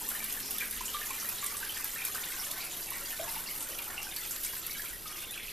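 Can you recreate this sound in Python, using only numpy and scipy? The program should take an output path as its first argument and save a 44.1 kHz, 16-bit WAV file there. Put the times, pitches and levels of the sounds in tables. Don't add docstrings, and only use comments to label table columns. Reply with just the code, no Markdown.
import sys
import numpy as np
from scipy import signal
from scipy.fft import rfft, irfft, next_fast_len
from scipy.io import wavfile
from scipy.ndimage import map_coordinates

SR = 44100
rng = np.random.default_rng(int(sys.argv[2]) if len(sys.argv) > 2 else 0)


def waveform_to_disk(signal):
    frames = np.transpose(np.atleast_2d(signal))
    scaled = np.clip(frames, -1, 1) * 32767
    samples = np.round(scaled).astype(np.int16)
    wavfile.write(sys.argv[1], SR, samples)


N = 243431

# start_s, level_db (levels in all tables are relative)
DROP_IMPACTS = [(0.0882, -22.5), (0.1496, -28.5), (0.2418, -25.5), (0.325, -23), (0.5076, -23.5),
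                (0.582, -21.5), (0.7096, -24), (0.8554, -32), (1.105, -30), (1.289, -24), (1.4423, -24.5),
                (1.4623, -28), (1.569, -38), (1.8433, -22), (2.0498, -20), (2.148, -26), (2.513, -25),
                (2.9043, -24.5), (3.6254, -27), (3.7855, -28), (4.0287, -27.5), (4.1624, -25),
                (4.3094, -27), (4.433, -26), (4.4468, -22.5), (4.665, -25.5), (5.309, -29)]
# start_s, pitch_hz, level_db
LARGE_BUBBLES = [(.151, 1774, -29.5), (.203, 2270, -28), (.372, 1750, -31), (.584, 3480, -27),
                 (.608, 2330, -24.5), (.623, 1610, -28), (.808, 995, -30), (.881, 2950, -26),
                 (.945, 1166, -26), (1.015, 1760, -28), (1.105, 1060, -31.5), (1.109, 2370, -30),
                 (1.227, 1303, -32.5), (1.382, 3700, -34), (1.427, 1127, -30), (1.546, 1146, -33.5),
                 (1.629, 1597, -25), (1.695, 3045, -25), (1.959, 1790, -32), (1.989, 2410, -27),
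                 (2.02, 2380, -24.5), (2.042, 1520, -33), (2.181, 1790, -28.5), (2.238, 3470, -29.5),
                 (2.322, 2070, -33), (2.605, 2390, -30), (2.918, 1042, -35), (3.109, 2920, -33),
                 (3.127, 1740, -31.5), (3.196, 648, -25.5), (3.275, 915, -35), (3.363, 900, -31.5),
                 (3.462, 2730, -32), (3.476, 4630, -29), (3.487, 2164, -30.5), (3.791, 2400, -30),
                 (3.979, 2730, -23.5), (4.068, 1520, -33), (4.114, 3560, -29), (4.167, 4400, -26),
                 (4.467, 2230, -30.5), (4.533, 1017, -37.5), (4.697, 2207, -31), (4.708, 3850, -31),
                 (4.75, 2210, -32), (4.796, 1710, -28.5), (4.858, 2280, -32), (4.933, 1870, -33.5),
                 (5.057, 1210, -35), (5.377, 2600, -27.5), (5.482, 2610, -28)]
# frequency_hz, gain_db
SPRAY_SPECTRUM = [(200, -38), (700, -26), (1500, -8.5), (3000, -4.5), (5000, -3.5), (7500, -5),
                  (9500, -4.5), (12000, 0.5), (14300, -2)]


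def amp(db):
    return 10 ** (np.asarray(db) / 20)


def unit(x):
    return x / np.sqrt(np.mean(x ** 2) + 1e-20)


def contour(points):
    return np.interp(np.arange(N) / SR, *np.transpose(points))


def wobble(knots_per_s):
    grid = np.arange(0, N + 32, 32)
    curve = map_coordinates(rng.standard_normal(4096), [grid * knots_per_s / SR], mode="wrap")
    return np.interp(np.arange(N), grid, curve)


def coloured(x, spectrum):
    size = 2 * next_fast_len(N // 2 + 8192)
    hz, db = np.transpose(spectrum)
    gain_db = np.interp(np.log(np.fft.rfftfreq(size, 1 / SR) + 1), np.log(hz + 1), db)
    cepstrum = irfft(np.log(amp(gain_db)))
    cepstrum[1:size // 2] *= 2
    cepstrum[size // 2 + 1:] = 0
    return irfft(rfft(x, size) * np.exp(rfft(cepstrum)), size)[..., :N]


def add(track, start_s, sound):
    part = track[max(round(start_s * SR), 0):][:len(sound)]
    part += sound[:len(part)]


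def aftermath(events, fade_s):
    power, t = np.zeros(N), np.arange(SR // 3) / SR
    for start_s, db in events:
        add(power, start_s, (amp(db) * np.exp(-t / fade_s)) ** 2)
    return np.sqrt(power)


def room_air():
    # frequency_hz, gain_db
    air_spectrum = [(10, -2.5), (22, 8.5), (40, -8), (60, -5.5), (80, -7), (120, -8), (250, -8.5),
                    (400, -8), (700, -14.5), (1500, -16), (6000, -59)]
    # frequency_hz, gain_db
    air_width = [(25, -25), (60, -3.5), (250, -4.5), (1000, -3.5)]
    mid, side = coloured(rng.standard_normal((2, N)), air_spectrum)
    side = coloured(side, air_width)
    return unit(np.array([mid + side, mid - side]))


def echoes(t60_s, count):
    delay_s = rng.uniform(.001, t60_s, count)
    strength = rng.standard_normal(count) * amp(-60 * delay_s / t60_s)
    train = np.bincount((delay_s * SR).astype(int), strength)
    return train / np.linalg.norm(train)


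def reflected(x, t60_s, count):
    track, hop = np.zeros(N), SR // 25
    padded = np.pad(x, (0, 2 * hop))
    window = signal.windows.hann(2 * hop, sym=False) ** .5
    for start in range(0, N, hop):
        frame = padded[start:start + 2 * hop] * window
        add(track, start / SR, signal.fftconvolve(frame, echoes(t60_s, count)))
    return track


def tub_and_room(x, tub_db, tub_t60_s, room_db, room_t60_s):
    # frequency_hz, gain_db
    stereo_width = [(300, -21), (1000, -12), (2400, -46), (4000, -29), (6500, -6), (9500, -5), (13000, -3)]
    mid = x + amp(tub_db) * reflected(x, tub_t60_s, count=60)
    mid += amp(room_db) * reflected(x, room_t60_s, count=400)
    side = reflected(x, t60_s=.005, count=40) + amp(room_db) * reflected(x, room_t60_s, count=400)
    side = coloured(side, stereo_width)
    return np.array([mid + side, mid - side]) * amp([[-.3], [.3]])


def motors(waver, flutter_db):
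    # pitch_hz, loudest_s, level_db, db_per_s
    motor_tones = [(213.7, 0, -60.5, 10.5), (252, -0.5, -58, 30), (333.5, 3.5, -68, 3.5),
                   (416, 0.5, -63.5, 7.5)]
    from_hz, to_hz, sag_s = 297, 233.4, .47
    track, t = np.zeros(N), np.arange(N) / SR
    sag_hz = to_hz + (from_hz - to_hz) * np.exp(-(t / sag_s) ** 2)
    tones = [(sag_hz, -65 - 6 * t)]
    tones += [(hz, db - fade * np.abs(t - loudest_s)) for hz, loudest_s, db, fade in motor_tones]
    for hz, db in tones:
        phase = 2 * np.pi * np.cumsum(hz * (1 + waver * wobble(30))) / SR
        track += np.sqrt(2) * np.sin(phase) * amp(db + flutter_db * wobble(16))
    return track


def thuds(rise_s, fade_s):
    # start_s, pitch_hz, level_db
    low_thuds = [(0.719, 72.3, -50.5), (.75, 35.14, -42), (3.17, 83.5, -51.5), (3.33, 167, -51.5),
                 (3.35, 222.5, -53), (4.9, 37, -45)]
    track, t = np.zeros(N), np.arange(SR // 2) / SR
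    envelope = (1 - np.exp(-t / rise_s)) * np.exp(-t / fade_s)
    for start_s, hz, db in low_thuds:
        add(track, start_s, amp(db) * np.sin(2 * np.pi * hz * t) * envelope)
    return track


def bubble(hz, t, cycles, rise):
    age = hz * t / cycles
    phase = 2 * np.pi * hz * t * (1 + rise * np.tanh(age / 2))
    return np.sin(phase) * np.exp(-age) * (1 - np.exp(-hz * t))


def swarm(hz, start_s, cycles, size_db, scatter_s, count):
    delay, life = rng.exponential(size=(2, len(hz), count, 1))
    pitch_hz = np.minimum(hz[:, None, None] * np.exp(0.0877 * rng.standard_normal(delay.shape)), SR / 2)
    strength = amp(size_db * np.minimum(rng.exponential(size=(len(hz), 1, 1)), 2))
    samples = np.arange(int(SR * 36 / np.median(hz)))
    rings = strength * bubble(pitch_hz, samples / SR, cycles * (.5 + np.minimum(life, 2) / 2), rise=0.049)
    onsets = ((start_s[:, None, None] + scatter_s * delay) * SR).astype(int)
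    return unit(np.bincount((onsets + samples).ravel(), rings.ravel(), N)[:N])


def plunge(low_hz, high_hz, count):
    # time_s, level_db
    rush_db = [(0, -53), (.7, -64.5), (1.3, -57), (1.8, -71), (2.3, -55.5), (2.8, -59.5), (3.3, -61.5),
               (4, -62.5), (4.4, -74), (5.5, -76)]
    when, pitch = rng.random((count, 2)).T
    hz = low_hz * (high_hz / low_hz) ** np.sqrt(pitch)
    rush = swarm(hz, when * N / SR, cycles=9.0, size_db=3, scatter_s=.02, count=2)
    return rush * amp(contour(rush_db))


def bubbling_level(shed_db, clear_s):
    # time_s, level_db
    churn_db = [(0, -46.5), (2.1, -43), (2.62, -42.5), (2.8, -47.5), (2.95, -43), (3.38, -43.5),
                (3.52, -46), (4.0, -44), (4.42, -46.5), (4.84, -43), (5.03, -59), (5.08, -44.5),
                (5.52, -44.5)]
    shed = amp(shed_db) * aftermath([(start_s, db) for start_s, _, db in LARGE_BUBBLES], clear_s)
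    return 20 * np.log10(np.hypot(amp(contour(churn_db)), shed))


def gurgle(level_db, spread, count):
    # time_s, pitch_hz
    typical_pitch = [(0, 2200), (1.3, 1918), (2.3, 1820), (2.9, 2073), (3.3, 1744), (4, 1816), (4.5, 2505),
                     (5.5, 2986)]
    # frequency_hz, gain_db
    gurgle_spectrum = [(350, -7.5), (700, -6.5), (1100, -5.5), (1800, 0), (2600, 3.5), (3600, 4.5),
                       (5500, -3.5), (9000, -22)]
    when, pitch = rng.random((count, 2)).T
    start_s = when * N / SR
    octaves = spread * np.arcsin(2 * pitch - 1)
    hz = np.interp(start_s, *np.transpose(typical_pitch)) * 2 ** octaves
    clusters = swarm(hz, start_s, cycles=9.2, size_db=0.5, scatter_s=.012, count=3)
    return unit(coloured(clusters, gurgle_spectrum)) * amp(level_db)


def splashes(grain_db):
    # start_s,
    # pitch_hz, level_db, decay_s
    bubble_crowds = [(.114, 1500, -37.5, 0.018), (.426, 5200, -44.5, 0.18), (.608, 2140, -36.5, 0.04),
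                     (.856, 7400, -34.5, 0.018), (0.939, 3420, -38, .018), (1.106, 7000, -42, 0.0069),
                     (1.199, 5850, -37.5, .016), (1.288, 5030, -45, .014), (1.381, 4200, -43.5, .031),
                     (1.462, 8900, -32.5, .012), (1.568, 9100, -30.5, 0.0084), (1.626, 1790, -43, 0.042),
                     (1.769, 1920, -42, 0.035), (2.147, 1400, -35, 0.026), (2.21, 880, -49, 0.092),
                     (2.238, 3700, -41.5, 0.013), (2.512, 4160, -40, 0.02), (2.599, 4270, -41.5, 0.046),
                     (2.93, 2110, -44, 0.1), (3.24, 1010, -48.5, .13), (3.468, 4740, -41.5, .027),
                     (3.605, 8900, -38, .025), (3.69, 537, -46.5, 0.09), (3.788, 2920, -37, 0.01),
                     (3.9, 1740, -41, 0.028), (3.94, 800, -46.5, 0.26), (4.016, 5050, -44, 0.059),
                     (4.164, 4500, -39.5, .013), (4.308, 7500, -38.5, 0.02), (4.49, 3020, -46.5, 0.057),
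                     (4.626, 4000, -43.5, .033), (5.078, 5700, -42, .014), (5.101, 1130, -51, 0.21),
                     (5.185, 3270, -44.5, 0.039), (5.335, 3140, -44, .11)]
    # offset_octaves, gain_db
    band_shape = [(-0.92, -19), (-0.23, -9), (-0.11, -2), (0.17, -2), (0.095, -7), (0.62, -18)]
    track, t = np.zeros(N), np.arange(8192) / SR
    hz = np.fft.rfftfreq(len(t), 1 / SR) + 1
    for start_s, pitch_hz, db, decay_s in bubble_crowds:
        births = rng.standard_normal(len(t)) * amp(grain_db * rng.standard_normal(len(t)))
        band = amp(np.interp(np.log2(hz / pitch_hz), *np.transpose(band_shape)))
        crowd = unit(irfft(rfft(births) * band))
        add(track, start_s, amp(db) * crowd * np.exp(-t / decay_s))
    return track


def plops(cycles, rise, life_s, tub_db, tub_t60_s):
    track, t = np.zeros(N), np.arange(SR // 12) / SR
    for start_s, hz, db in LARGE_BUBBLES:
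        ring = amp(db) * bubble(hz, t, cycles, rise) * np.exp(-(t / life_s) ** 6)
        walls = signal.fftconvolve(ring, echoes(tub_t60_s, count=60))
        walls *= np.linalg.norm(ring) / np.linalg.norm(walls)
        add(track, start_s, ring)
        add(track, start_s + .004, amp(tub_db) * walls)
    return track


def splats(burst_s, scatter_s, scatter_db):
    # frequency_hz, gain_db
    slap_spectrum = [(300, -22), (1500, -23), (4000, -13), (8000, -11), (11500, 3.5), (14300, 0)]
    track, t = np.zeros(N), np.arange(SR // 10) / SR
    for start_s, db in DROP_IMPACTS:
        burst = rng.choice([-1, 1], len(t)) * np.exp(-(t / burst_s) ** 2)
        droplets = unit(rng.standard_normal(len(t)) ** 3) * np.exp(-t / scatter_s)
        add(track, start_s, amp(db) * (burst + amp(scatter_db) * droplets))
    return coloured(track, slap_spectrum)


def spray_level(surge_db, surges_per_s, throw_db, fall_s):
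    # time_s, level_db
    flow_db = [(0, -36.5), (.07, -41.5), (1.6, -41), (1.66, -42.5), (1.72, -41.5), (2.55, -41.5),
               (2.95, -42), (3.35, -41), (3.85, -42.5), (3.97, -46.5), (4.12, -45), (4.2, -42), (4.5, -42),
               (4.88, -42.5), (5.02, -47.5), (5.12, -43), (5.29, -46.5), (5.52, -45.5)]
    jets = amp(contour(flow_db) + surge_db * wobble(surges_per_s))
    thrown = amp(throw_db) * aftermath(DROP_IMPACTS, fall_s)
    return 20 * np.log10(np.hypot(jets, thrown))


def spatter(level_db, low_hz, high_hz, count):
    when, pitch = rng.random((count, 2)).T
    hz = low_hz + (high_hz - low_hz) * np.sqrt(pitch)
    spits = swarm(hz, when * N / SR, cycles=8.4, size_db=3.5, scatter_s=0.0045, count=4)
    return unit(coloured(spits, SPRAY_SPECTRUM)) * amp(level_db)


def splinters(x, depth_db):
    spectra = signal.stft(x, nperseg=128)[2]
    knots = rng.standard_normal((12, spectra.shape[1] // 12 + 2))
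    field = map_coordinates(knots, np.indices(spectra.shape) / [[[7]], [[12]]])
    return signal.istft(spectra * amp(depth_db * field), nperseg=128)[1][:N]


def spray(level_db, ticks_per_s, size_db, clump_db, patchy_db, mist):
    hits = rng.random(N) < ticks_per_s / SR
    ticks = hits * rng.choice([-1, 1], N) * amp(size_db * np.minimum(rng.exponential(size=N), 4))
    patter = unit(ticks) * amp(clump_db * wobble(200)) + mist * rng.standard_normal(N)
    return unit(coloured(splinters(patter, patchy_db), SPRAY_SPECTRUM)) * amp(level_db)


def scene():
    spray_db = spray_level(surge_db=0.97, surges_per_s=20, throw_db=-19, fall_s=0.035)
    bubbling_db = bubbling_level(shed_db=-21.5, clear_s=0.025)
    water = amp(-0.52) * spray(spray_db, ticks_per_s=2500, size_db=2.0, clump_db=2.5,
                               patchy_db=1.5, mist=0.74)
    water += amp(-4.5) * spatter(spray_db, low_hz=4170, high_hz=13960, count=1200)
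    water += amp(-6) * gurgle(bubbling_db, spread=0.96, count=1000)
    water += amp(-1) * plunge(low_hz=424, high_hz=1220, count=500)
    water += amp(-2.5) * splats(burst_s=0.0048, scatter_s=0.0084, scatter_db=-20)
    water += amp(-0.5) * splashes(grain_db=5)
    water += amp(-2.0) * plops(cycles=7.65, rise=0.022, life_s=0.049, tub_db=-5.5, tub_t60_s=.14)
    low = amp(1.0) * motors(waver=0.0163, flutter_db=4.0) + thuds(rise_s=.015, fade_s=0.072)
    water_in_room = tub_and_room(water, tub_db=-9.5, tub_t60_s=.04, room_db=-6, room_t60_s=.26)
    return water_in_room + low + amp(-52.5) * room_air()


def record(dry):
    cutoff_hz = 14350
    size = next_fast_len(N + 8192)
    passband = np.fft.rfftfreq(size, 1 / SR) < cutoff_hz
    return irfft(rfft(dry, size) * passband, size)[..., :N]


dry = scene()
out = record(dry)
waveform_to_disk(out)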